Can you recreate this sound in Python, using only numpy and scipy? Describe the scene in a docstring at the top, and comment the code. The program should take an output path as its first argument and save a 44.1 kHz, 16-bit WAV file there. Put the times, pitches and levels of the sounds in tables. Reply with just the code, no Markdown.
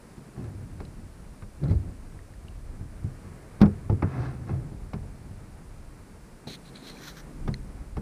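"""Canoe adrift on a calm lake

Knocks of paddle and gear, and soft wave slaps, ring the hull's modes; drags boom, rumble and scrape.
Cloth rubs in noisy strokes near a closed case fixed to the boat; short rings make its ticks and one drip.
Water laps under the hull as bands of noise, with light wind in the bass and electronic hiss on top."""
import sys
import numpy as np
from scipy.fft import rfft, irfft, next_fast_len
from scipy.io import wavfile
from scipy.ndimage import map_coordinates

SR = 44100
rng = np.random.default_rng(int(sys.argv[2]) if len(sys.argv) > 2 else 0)


def to_wav(s):
    """Save 16-bit WAV."""
    ch = np.atleast_2d(s).T  # columns
    pcm = np.round(np.clip(ch, -1, 1) * 32767)  # PCM
    wavfile.write(sys.argv[1], SR, pcm.astype(np.int16))


N = 353241  # length in samples, about 8 s

# Noise colours give relative density: pitch_hz, level_db (per Hz).
# Resonance levels and widths are for one pass; each bank is applied twice.

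# electronic hiss: noise colour, then its slightly wavering level: time_s, level_db
HISS_COLOUR = [(2000, -10), (2700, 0), (3300, -4.5), (4600, -1.5), (6630, -4), (8100, -1.5), (9750, -1),
               (11000, -5), (11600, -18.5), (12600, -7), (15400, -17)]
HISS_LEVEL = [(0.0, -63.5), (2.8, -64.5), (3.3, -63), (4.0, -64.5), (6.45, -64), (6.65, -62), (7.6, -63),
              (8.01, -64.5)]
TOP_HZ = 15450  # band limit of the whole mix

# wind and water levels: time_s, wind_db, deep_lapping_db, lapping_db
WATER_LEVELS = [(0.0, -57, -57, -53), (0.35, -55, -69, -51), (0.56, -49.5, -41.5, -46),
                (1.16, -45.5, -51.5, -51.5), (1.5, -48.5, -55.5, -52.5), (1.76, -39.5, -42, -44),
                (2.1, -45.5, -51, -53), (2.6, -42.5, -53, -54), (2.9, -41.5, -46.5, -48),
                (3.48, -51, -51, -51.5), (3.77, -46, -37.5, -44), (4.2, -54, -54, -41),
                (4.5, -46.5, -45, -47.5), (5.0, -40.5, -48.5, -50), (5.64, -43.5, -49.5, -53),
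                (6.3, -53.5, -57.5, -53.5), (6.87, -56, -67, -47), (7.3, -48.5, -66, -47.5),
                (7.45, -35, -49, -42.5), (7.79, -42, -54.5, -49), (8.01, -36, -37, -50.5)]
# dull wash level: time_s, level_db
WASH_LEVEL = [(0.0, -55), (1.4, -56.5), (2.74, -56.5), (3.43, -52.5), (3.97, -54.5), (4.15, -45.5),
              (4.28, -55), (6.47, -56), (7.03, -51), (7.3, -54), (8.01, -55)]
# noise colours of the wind, deep lapping, lapping and dull wash
WIND_COLOUR = [(14, -29), (27, -1.5), (44, -6.5), (60, -8), (100, -24)]
SLOSH_COLOUR = [(40, -33), (60, -2), (100, 3.5), (140, -10.5)]
LAP_COLOUR = [(90, -49), (130, 1.5), (200, -2), (330, -11), (500, -33.5)]
WASH_COLOUR = [(250, -2), (400, 0), (800, -7), (1600, -11.5), (2400, -16.5), (2900, -35), (3500, -43)]

# case resonances: pitch_hz, width_hz, level_db
CASE_MODES = [(2210, 840, -4.5), (3330, 590, -1.5), (4080, 520, 1.55), (6230, 470, -5), (6310, 260, -0.5),
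              (9400, 2400, -9.5)]
# case ticks, and one water drip at 6.952 s, levels before a fixed boost:
# start_s, ring_db, ring_hz, overtones_db (over the ring), spit_db, t60_s
TICKS_AND_DRIP = [(.44, -48, 1290, -15, -45, 0.023), (0.849, -51, 5130, -30, -42, 0.022),
                  (1.636, -53, 2330, -1, -46, 0.033), (1.68, -51, 2030, 0, -46, 0.022),
                  (1.696, -47, 2000, -10, -47, 0.03), (1.714, -53.5, 2170, -4, -55, 0.054),
                  (1.749, -50, 4440, -33, -46, 0.013), (2.19, -38, 1870, -25, -58, 0.01),
                  (2.337, -46.5, 1800, -25, -60, .02), (2.483, -32.5, 2860, -30, -36, 0.0069),
                  (4.263, -38, 1670, -23, -57, 0.025), (6.952, -42, 900, -25, -60, 0.023),
                  (6.97, -37, 2380, -25, -57, 0.015), (7.5413, -21, 2010, 1.5, -31, 0.0069)]

# strokes of cloth: start_s, swell_s, hold_s, release_db_per_s, bright_rub_db, dull_rub_db, silky_rub_db
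CLOTH_STROKES = [(6.468, 0.0058, 0.081, 1500, -45.5, -59.5, -57), (6.647, .008, 0.041, 1200, -57, -72, -70),
                 (6.737, 0.02, .008, 350, -50, -61, -72), (6.793, 0.082, 0.024, 330, -47.5, -59, -56),
                 (6.943, 0.13, 0.016, 400, -50, -47.5, -48.5), (7.135, 0.039, 0.03, 1000, -68, -53, -55)]
# noise colour of the dull rub
DULL_COLOUR = [(700, -16), (1300, -0.5), (1650, 2), (2300, -7), (2800, -12), (3500, -8)]
SWELL_FROM_DB, TOPMOST_DB = -19.5, -9.5  # a swell's start; topmost rub over the silky rub

# drags on the hull, one curve each: time_s, boom_db, boom_hz, scrape_db
DRAG_CURVES = [
    [(0.36, -47, 153, -57), (0.41, -35, 148.6, -61), (0.448, -34, 105.3, -56), (0.494, -33, 101.3, -69),
     (0.544, -45, 97.5, -71), (0.574, -39, 99.5, -74), (0.72, -49, 93.7, -78)],
    [(1.59, -55, 110, -80), (1.634, -21.5, 142.3, -52), (1.69, -26, 144.6, -56), (1.716, -19, 104.6, -53.5),
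     (1.745, -23, 99.6, -59), (1.77, -19, 95.4, -74), (1.82, -31, 92.7, -77), (1.92, -49, 91, -59)],
    [(4.07, -33, 129, -51), (4.126, -39, 131.8, -49), (4.198, -22, 117.6, -47), (4.23, -31, 127.4, -43.5),
     (4.27, -30, 129, -44.5), (4.308, -38, 127.5, -50), (4.378, -34.5, 125.6, -62), (4.47, -40, 120, -59)],
    [(4.47, -51, 119, -52), (4.502, -25, 116, -48), (4.524, -25, 110, -55.5), (4.62, -35, 132.7, -66),
     (4.718, -44, 156.5, -67), (4.75, -32.5, 158, -63)],
]
# one rumble weight a drag: level_db (over the mean of boom_db and scrape_db)
RUMBLE_WEIGHTS = [3.5, 3.5, -1.5, 4]
# noise colour of the dragging rumble
RUMBLE_COLOUR = [(110, 4.5), (180, 0.5), (300, 0.5), (500, -10), (900, -20.5)]
# resonances woken by the scrape: pitch_hz, width_hz, level_db
SCRAPE_MODES = [(600, 170, -17), (730, 210, 6.5), (1100, 150, 8), (1290, 220, 6.5), (1730, 310, 3.5),
                (2086, 180, 3), (2620, 250, -1)]
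DEEP_HZ, DEEP_DB, GRIT_DB = 70.7, -7.5, -17.5  # deep boom, its level over the boom; grit over the scrape

# knocks of paddle and gear, and soft wave slaps (2.145-2.551 and 5.309-5.45 s), on the hull:
# start_s, boom_peak_db, favoured_pitch_hz, boom_delay_s,
# then contact_db (over boom_peak_db) at 500, 1500 and 5000 Hz
KNOCKS_AND_SLAPS = [(0.176, -35, 147, 0.0039, -7, -32, -18), (.376, -27, 186, 0.0032, -20, -29, -36),
                    (.802, -34, 161, 0.0058, -1.5, -10.5, -16), (1.422, -32.5, 112, 0.0026, -18, -13, -24),
                    (1.708, -13.5, 89.5, 0.0023, -20, -38, -32), (2.145, -36, 75, 0.0015, -14, -26, -33),
                    (2.446, -34, 75, 0.0019, -25, -28, -33), (2.551, -37.5, 83, 0.0018, -31, -20, -33),
                    (2.809, -29, 124, 0.0017, -14, -41, -35), (3.043, -20, 114, 0.0018, -19, -63, -37),
                    (3.605, -25.5, 100, 0.0028, -3, -20, -20),
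                    (3.6141, -1.5, 208, 0.0017, -17.5, -27.5, -24.5),
                    (3.632, -7, 189, 0.0021, -19.5, -27.5, -50), (3.657, -14, 102, 0.0014, -18, -26.5, -34),
                    (3.897, -13.5, 101, 0.0021, -7.5, -27.5, -37), (3.926, -13, 91, 0.001, -35, -47, -41),
                    (4.023, -16, 245, 0.005, -10, -12, -34), (4.035, -14.5, 113, 0.0046, -30, -34, -57),
                    (4.507, -22.5, 113, 0.013, -22, -43, -48), (4.716, -30, 150, 0.004, -7, -39, -35),
                    (4.9331, -22.5, 151, 0.0084, -9.5, -17.5, -22),
                    (4.963, -28.5, 135, 0.002, -47, -38, -41), (5.029, -30.5, 101, 0.0018, -11.5, -34, -36),
                    (5.309, -32.5, 85, 0.002, -22, -32, -35), (5.414, -36.5, 80, 0.0011, -26, -27, -33),
                    (5.45, -38, 73, 0.0015, -28, -27, -33), (6.471, -31, 178, 0.0013, -2.5, -22, -32),
                    (7.4771, -17, 143, 0.012, -10, -19.5, -24.5),
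                    (7.968, -21, 137, 0.012, -10.5, -21, -24.5)]
# deep hull modes: pitch_hz, level_db (relative), t60_s (unloaded)
HULL_MODES = [(50, -20, 0.47), (63, -8, 0.23), (92, -12, 0.65), (102.8, 3, 0.15), (131.1, -4, 0.32),
              (153.5, 2, 0.13), (200.7, -2, 0.25), (266.3, -0.5, 0.092), (308, -8, 0.15), (338, -22, 0.31),
              (399.4, -15, 0.37)]
# upper hull modes, too dense to count, ringing as noise: lowest_hz, highest_hz, t60_s (unloaded)
DENSE_BANDS = [(213, 457, 0.29), (500, 890, 0.15), (976, 1590, 0.14), (1800, 2560, 0.088),
               (2960, 5560, 0.059), (7200, 15000, 0.037)]
# the gunwale's short clack: pitch_hz, level_db (relative), t60_s
RIM_MODES = [(566, -10.5, 0.024), (750, -1, 0.0099), (794, 4, 0.023), (1119, 3, 0.022), (1200, 2, 0.028),
             (1720, -4, 0.014), (2184, -0.5, 0.028)]
DAMPING = 1.35  # load in the boat shortens the hull's rings by this factor


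def amp(db):
    """Decibels to gain."""
    return np.exp(np.asarray(db) * (np.log(10) / 20))


def unit(x):
    """Scales a signal to rms 1."""
    return x / np.sqrt(np.mean(x ** 2) + 1e-20)


def curves(rows):
    """A gate open while the rows last, then one value per sample for each column after the time."""
    times, *columns = np.transpose(rows)
    t = np.arange(N) / SR
    to_edge = np.minimum(t - times[0], times[-1] - t)
    gate = np.clip(to_edge / 0.013 + 0.5, 0, 1)
    return gate, *[np.interp(t, times, column) for column in columns]


def wobble(rate):
    """A smooth random curve through rate knots a second."""
    coarse = np.arange(0, N + 16, 16)
    knots = rng.standard_normal(int(N * rate / SR) + 4)
    smooth = map_coordinates(knots, [coarse * rate / SR])
    return np.interp(np.arange(N), coarse, smooth)


def filtered(x, response):
    """Multiplies the spectrum of x by a response of frequency."""
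    size = next_fast_len(N + SR // 2)
    spectrum = rfft(x, size) * response(np.fft.rfftfreq(size, 1 / SR))
    return irfft(spectrum, size)[..., :N]


def noise(colour):
    """Noise of rms 1 coloured by pitch and level points, practically silent outside them."""
    points_hz, points_db = np.transpose(colour)

    def shape(hz):
        """Gain interpolated along log frequency."""
        return amp(np.interp(np.log(hz + 1), np.log(points_hz + 1), points_db, left=-120, right=-120))

    return unit(filtered(rng.standard_normal(N), shape))


def resonate_twice(x, modes):
    """Two passes through a bank of resonances of alternating sign, which keeps the valleys dark."""
    def one_pass(f):
        """Sum of the band-pass resonances."""
        total = 0
        for k, (pitch, width, db) in enumerate(modes):
            loss = 1j * f * width
            total = total + (-1) ** k * amp(db) * loss / (pitch * pitch - f * f + loss)
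        return total

    return filtered(x, lambda f: one_pass(f) ** 2)


def wind():
    """Light wind presses on the microphone as low noise that wavers slowly."""
    wind_db = curves(WATER_LEVELS)[1]
    return amp(wind_db) * unit(amp(1.4 * wobble(2.7)) * noise(WIND_COLOUR))


def lapping():
    """Ripples lap the hull from below as two low noise bands; a dull wash lies above."""
    _, _, slosh_db, lap_db = curves(WATER_LEVELS)
    ripples = wobble(15)  # shared by all three layers
    slosh = unit(amp(1.5 * ripples) * noise(SLOSH_COLOUR))
    lap = unit(amp(1.64 * ripples) * noise(LAP_COLOUR))
    wash = unit(amp(0.6 * ripples + 0.6 * wobble(60)) * noise(WASH_COLOUR))
    wash_db = curves(WASH_LEVEL)[1]
    return amp(slosh_db) * slosh + amp(lap_db) * lap + amp(wash_db) * wash


def ticks_and_drip():
    """Each tick, and the drip, is a short ring with two overtones and a spit of noise through the case."""
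    ring, spit = np.zeros(N), np.zeros(N)
    t = np.arange(SR // 20) / SR
    for start, ring_db, hz, over_db, spit_db, t60 in TICKS_AND_DRIP:
        fade = amp(-60 * t / t60) * (1 - np.exp(-t / 0.0014))
        phase = 2 * np.pi * hz * t
        overtones = np.sin(2.087 * phase) + 0.24 * np.sin(3.06 * phase)
        tone = np.sin(phase) + amp(over_db) * overtones
        at = round(start * SR)
        ring[at:][:len(t)] += 1.3 * amp(ring_db) * fade * tone
        spit[at:][:len(t)] += 3.5 * amp(spit_db) * fade * rng.standard_normal(len(t))
    return ring + resonate_twice(spit, CASE_MODES)


def cloth_rub():
    """Cloth friction is flickering noise, its bright part coloured by the case, in swelling strokes."""
    flicker = amp(1.4 * wobble(300))
    bright = unit(resonate_twice(rng.standard_normal(N), CASE_MODES))
    dull = noise(DULL_COLOUR)
    silky = noise([(2600, -20), (3600, -1.5), (5000, -5), (5800, 1.0), (6800, -8), (8000, -16), (11000, -19)])
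    topmost = noise([(11500, -3), (12400, -0.1), (15400, -8)])
    out, t = np.zeros(N), np.arange(N) / SR
    for start, swell, hold, release, bright_db, dull_db, silky_db in CLOTH_STROKES:
        rise_db = SWELL_FROM_DB * np.clip(1 - (t - start) / swell, 0, 1)
        fall_db = release * np.maximum(t - start - swell - hold, 0)
        stroke = (t >= start) * amp(rise_db - fall_db)
        rub = amp(bright_db) * bright + amp(dull_db) * dull
        rub += amp(silky_db) * (silky + amp(TOPMOST_DB) * topmost)
        out += stroke * rub
    return flicker * out


def drags():
    """Dragging shakes the hull into two unsteady booms and a rumble, with flickering scrape and grit."""
    rumble = noise(RUMBLE_COLOUR)
    # sparse catches, about 300 a second, stand out of the steady friction
    catches = rng.standard_normal(N) * (1 + 9 * (rng.random(N) < 300 / SR))
    scrape = unit(resonate_twice(catches, SCRAPE_MODES))
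    grit = noise([(2800, -4), (4000, -1.5), (6000, -6.5), (7500, -22)])
    flicker = amp(0.88 * wobble(140))
    boom_size, boom_phase = amp(2.5 * wobble(50)), 1.1 * wobble(50)  # gain; radians

    def boom(hz):
        """A sine that follows a pitch curve, with unsteady size and phase."""
        return boom_size * np.sin(2 * np.pi * np.cumsum(hz) / SR + boom_phase)

    deep = boom(np.full(N, DEEP_HZ))
    out = np.zeros(N)
    for rows, weight_db in zip(DRAG_CURVES, RUMBLE_WEIGHTS):
        gate, boom_db, boom_hz, scrape_db = curves(rows)
        booms = amp(boom_db) * (boom(boom_hz) + amp(DEEP_DB) * deep)
        rough = amp((boom_db + scrape_db) / 2 + weight_db) * rumble
        rough += amp(scrape_db) * (scrape + amp(GRIT_DB) * grit)
        out += gate * (booms + flicker * rough)
    return out


def contact_db(hz, peak_db, upper_db):
    """Each knock or slap has its own treble levels over its boom, interpolated along log frequency."""
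    points_db = [*upper_db, upper_db[-1] - 12.0]
    return peak_db + np.interp(np.log(hz), np.log([500, 1500, 5000, 10000]), points_db)


def hull_booms():
    """Each knock or slap rings the deep hull modes; these slow bending waves arrive after the treble."""
    out, t = np.zeros(N + SR), np.arange(SR // 3) / SR
    hz, mode_db, t60 = np.transpose(HULL_MODES)[:, :, None]
    waves = (1 - np.exp(-t * hz / 0.43)) * np.sin(2 * np.pi * hz * t)
    for start, peak_db, spot_hz, delay, *_ in KNOCKS_AND_SLAPS:
        # modes near the spot's pitch are favoured
        level_db = mode_db - 12 * np.abs(np.log2(hz / spot_hz)) + rng.normal(0, 2.0, hz.shape)
        ring = np.sum(amp(level_db - 60 * t * DAMPING / t60) * waves, axis=0)
        at = round((start + delay) * SR)
        out[at:at + len(t)] += amp(peak_db) * ring / np.abs(ring).max()
    return out[:N]


def dense_rings():
    """Upper hull modes lie so close that each knock or slap rings them as decaying bands of noise."""
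    out, t = np.zeros(N + SR), np.arange(SR // 3) / SR
    low, high, t60 = np.transpose(DENSE_BANDS)[:, :, None]
    bands = [noise([(a * 0.8, -16), (a, 0), (b, -3), (b * 1.2, -18)]) for a, b, _ in DENSE_BANDS]
    bands = np.pad(bands, ((0, 0), (0, SR)))
    rise = 1 - np.exp(-t * np.sqrt(low) / 0.054)
    for start, peak_db, _, _, *upper_db in KNOCKS_AND_SLAPS:
        at = round(start * SR)
        start_db = contact_db(np.sqrt(low * high), peak_db, upper_db) - 5.5
        gain = amp(start_db - 60 * t * DAMPING / t60) * rise
        out[at:at + len(t)] += np.sum(gain * bands[:, at:at + len(t)], axis=0)
    return out[:N]


def rim_clacks():
    """Each knock or slap clacks on the gunwale's short modes, as loud as its contact levels set."""
    out, t = np.zeros(N + SR), np.arange(SR // 10) / SR
    hz, mode_db, t60 = np.transpose(RIM_MODES)[:, :, None]
    waves = amp(mode_db - 60 * t / t60) * (1 - np.exp(-t / 0.00084)) * np.sin(2 * np.pi * hz * t)
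    for start, peak_db, _, _, *upper_db in KNOCKS_AND_SLAPS:
        at = round(start * SR)
        level_db = contact_db(hz, peak_db, upper_db) - 2.5 + rng.normal(0, 1, hz.shape)
        out[at:at + len(t)] += np.sum(amp(level_db) * waves, axis=0)
    return out[:N]


def knocks_and_slaps():
    """A knock or slap sums the late deep boom, the dense upper ring and the rim's clack."""
    return hull_booms() + dense_rings() + rim_clacks()


def scene():
    """All sources at the one microphone."""
    return (wind() + lapping() + ticks_and_drip() + cloth_rub() + drags() + knocks_and_slaps())[None]


def record(dry):
    """The electronics add their hiss; nothing is kept above the band limit."""
    hiss = amp(curves(HISS_LEVEL)[1]) * noise(HISS_COLOUR)
    return filtered(dry + hiss, lambda hz: hz < TOP_HZ)


dry = scene()
out = record(dry)
to_wav(out)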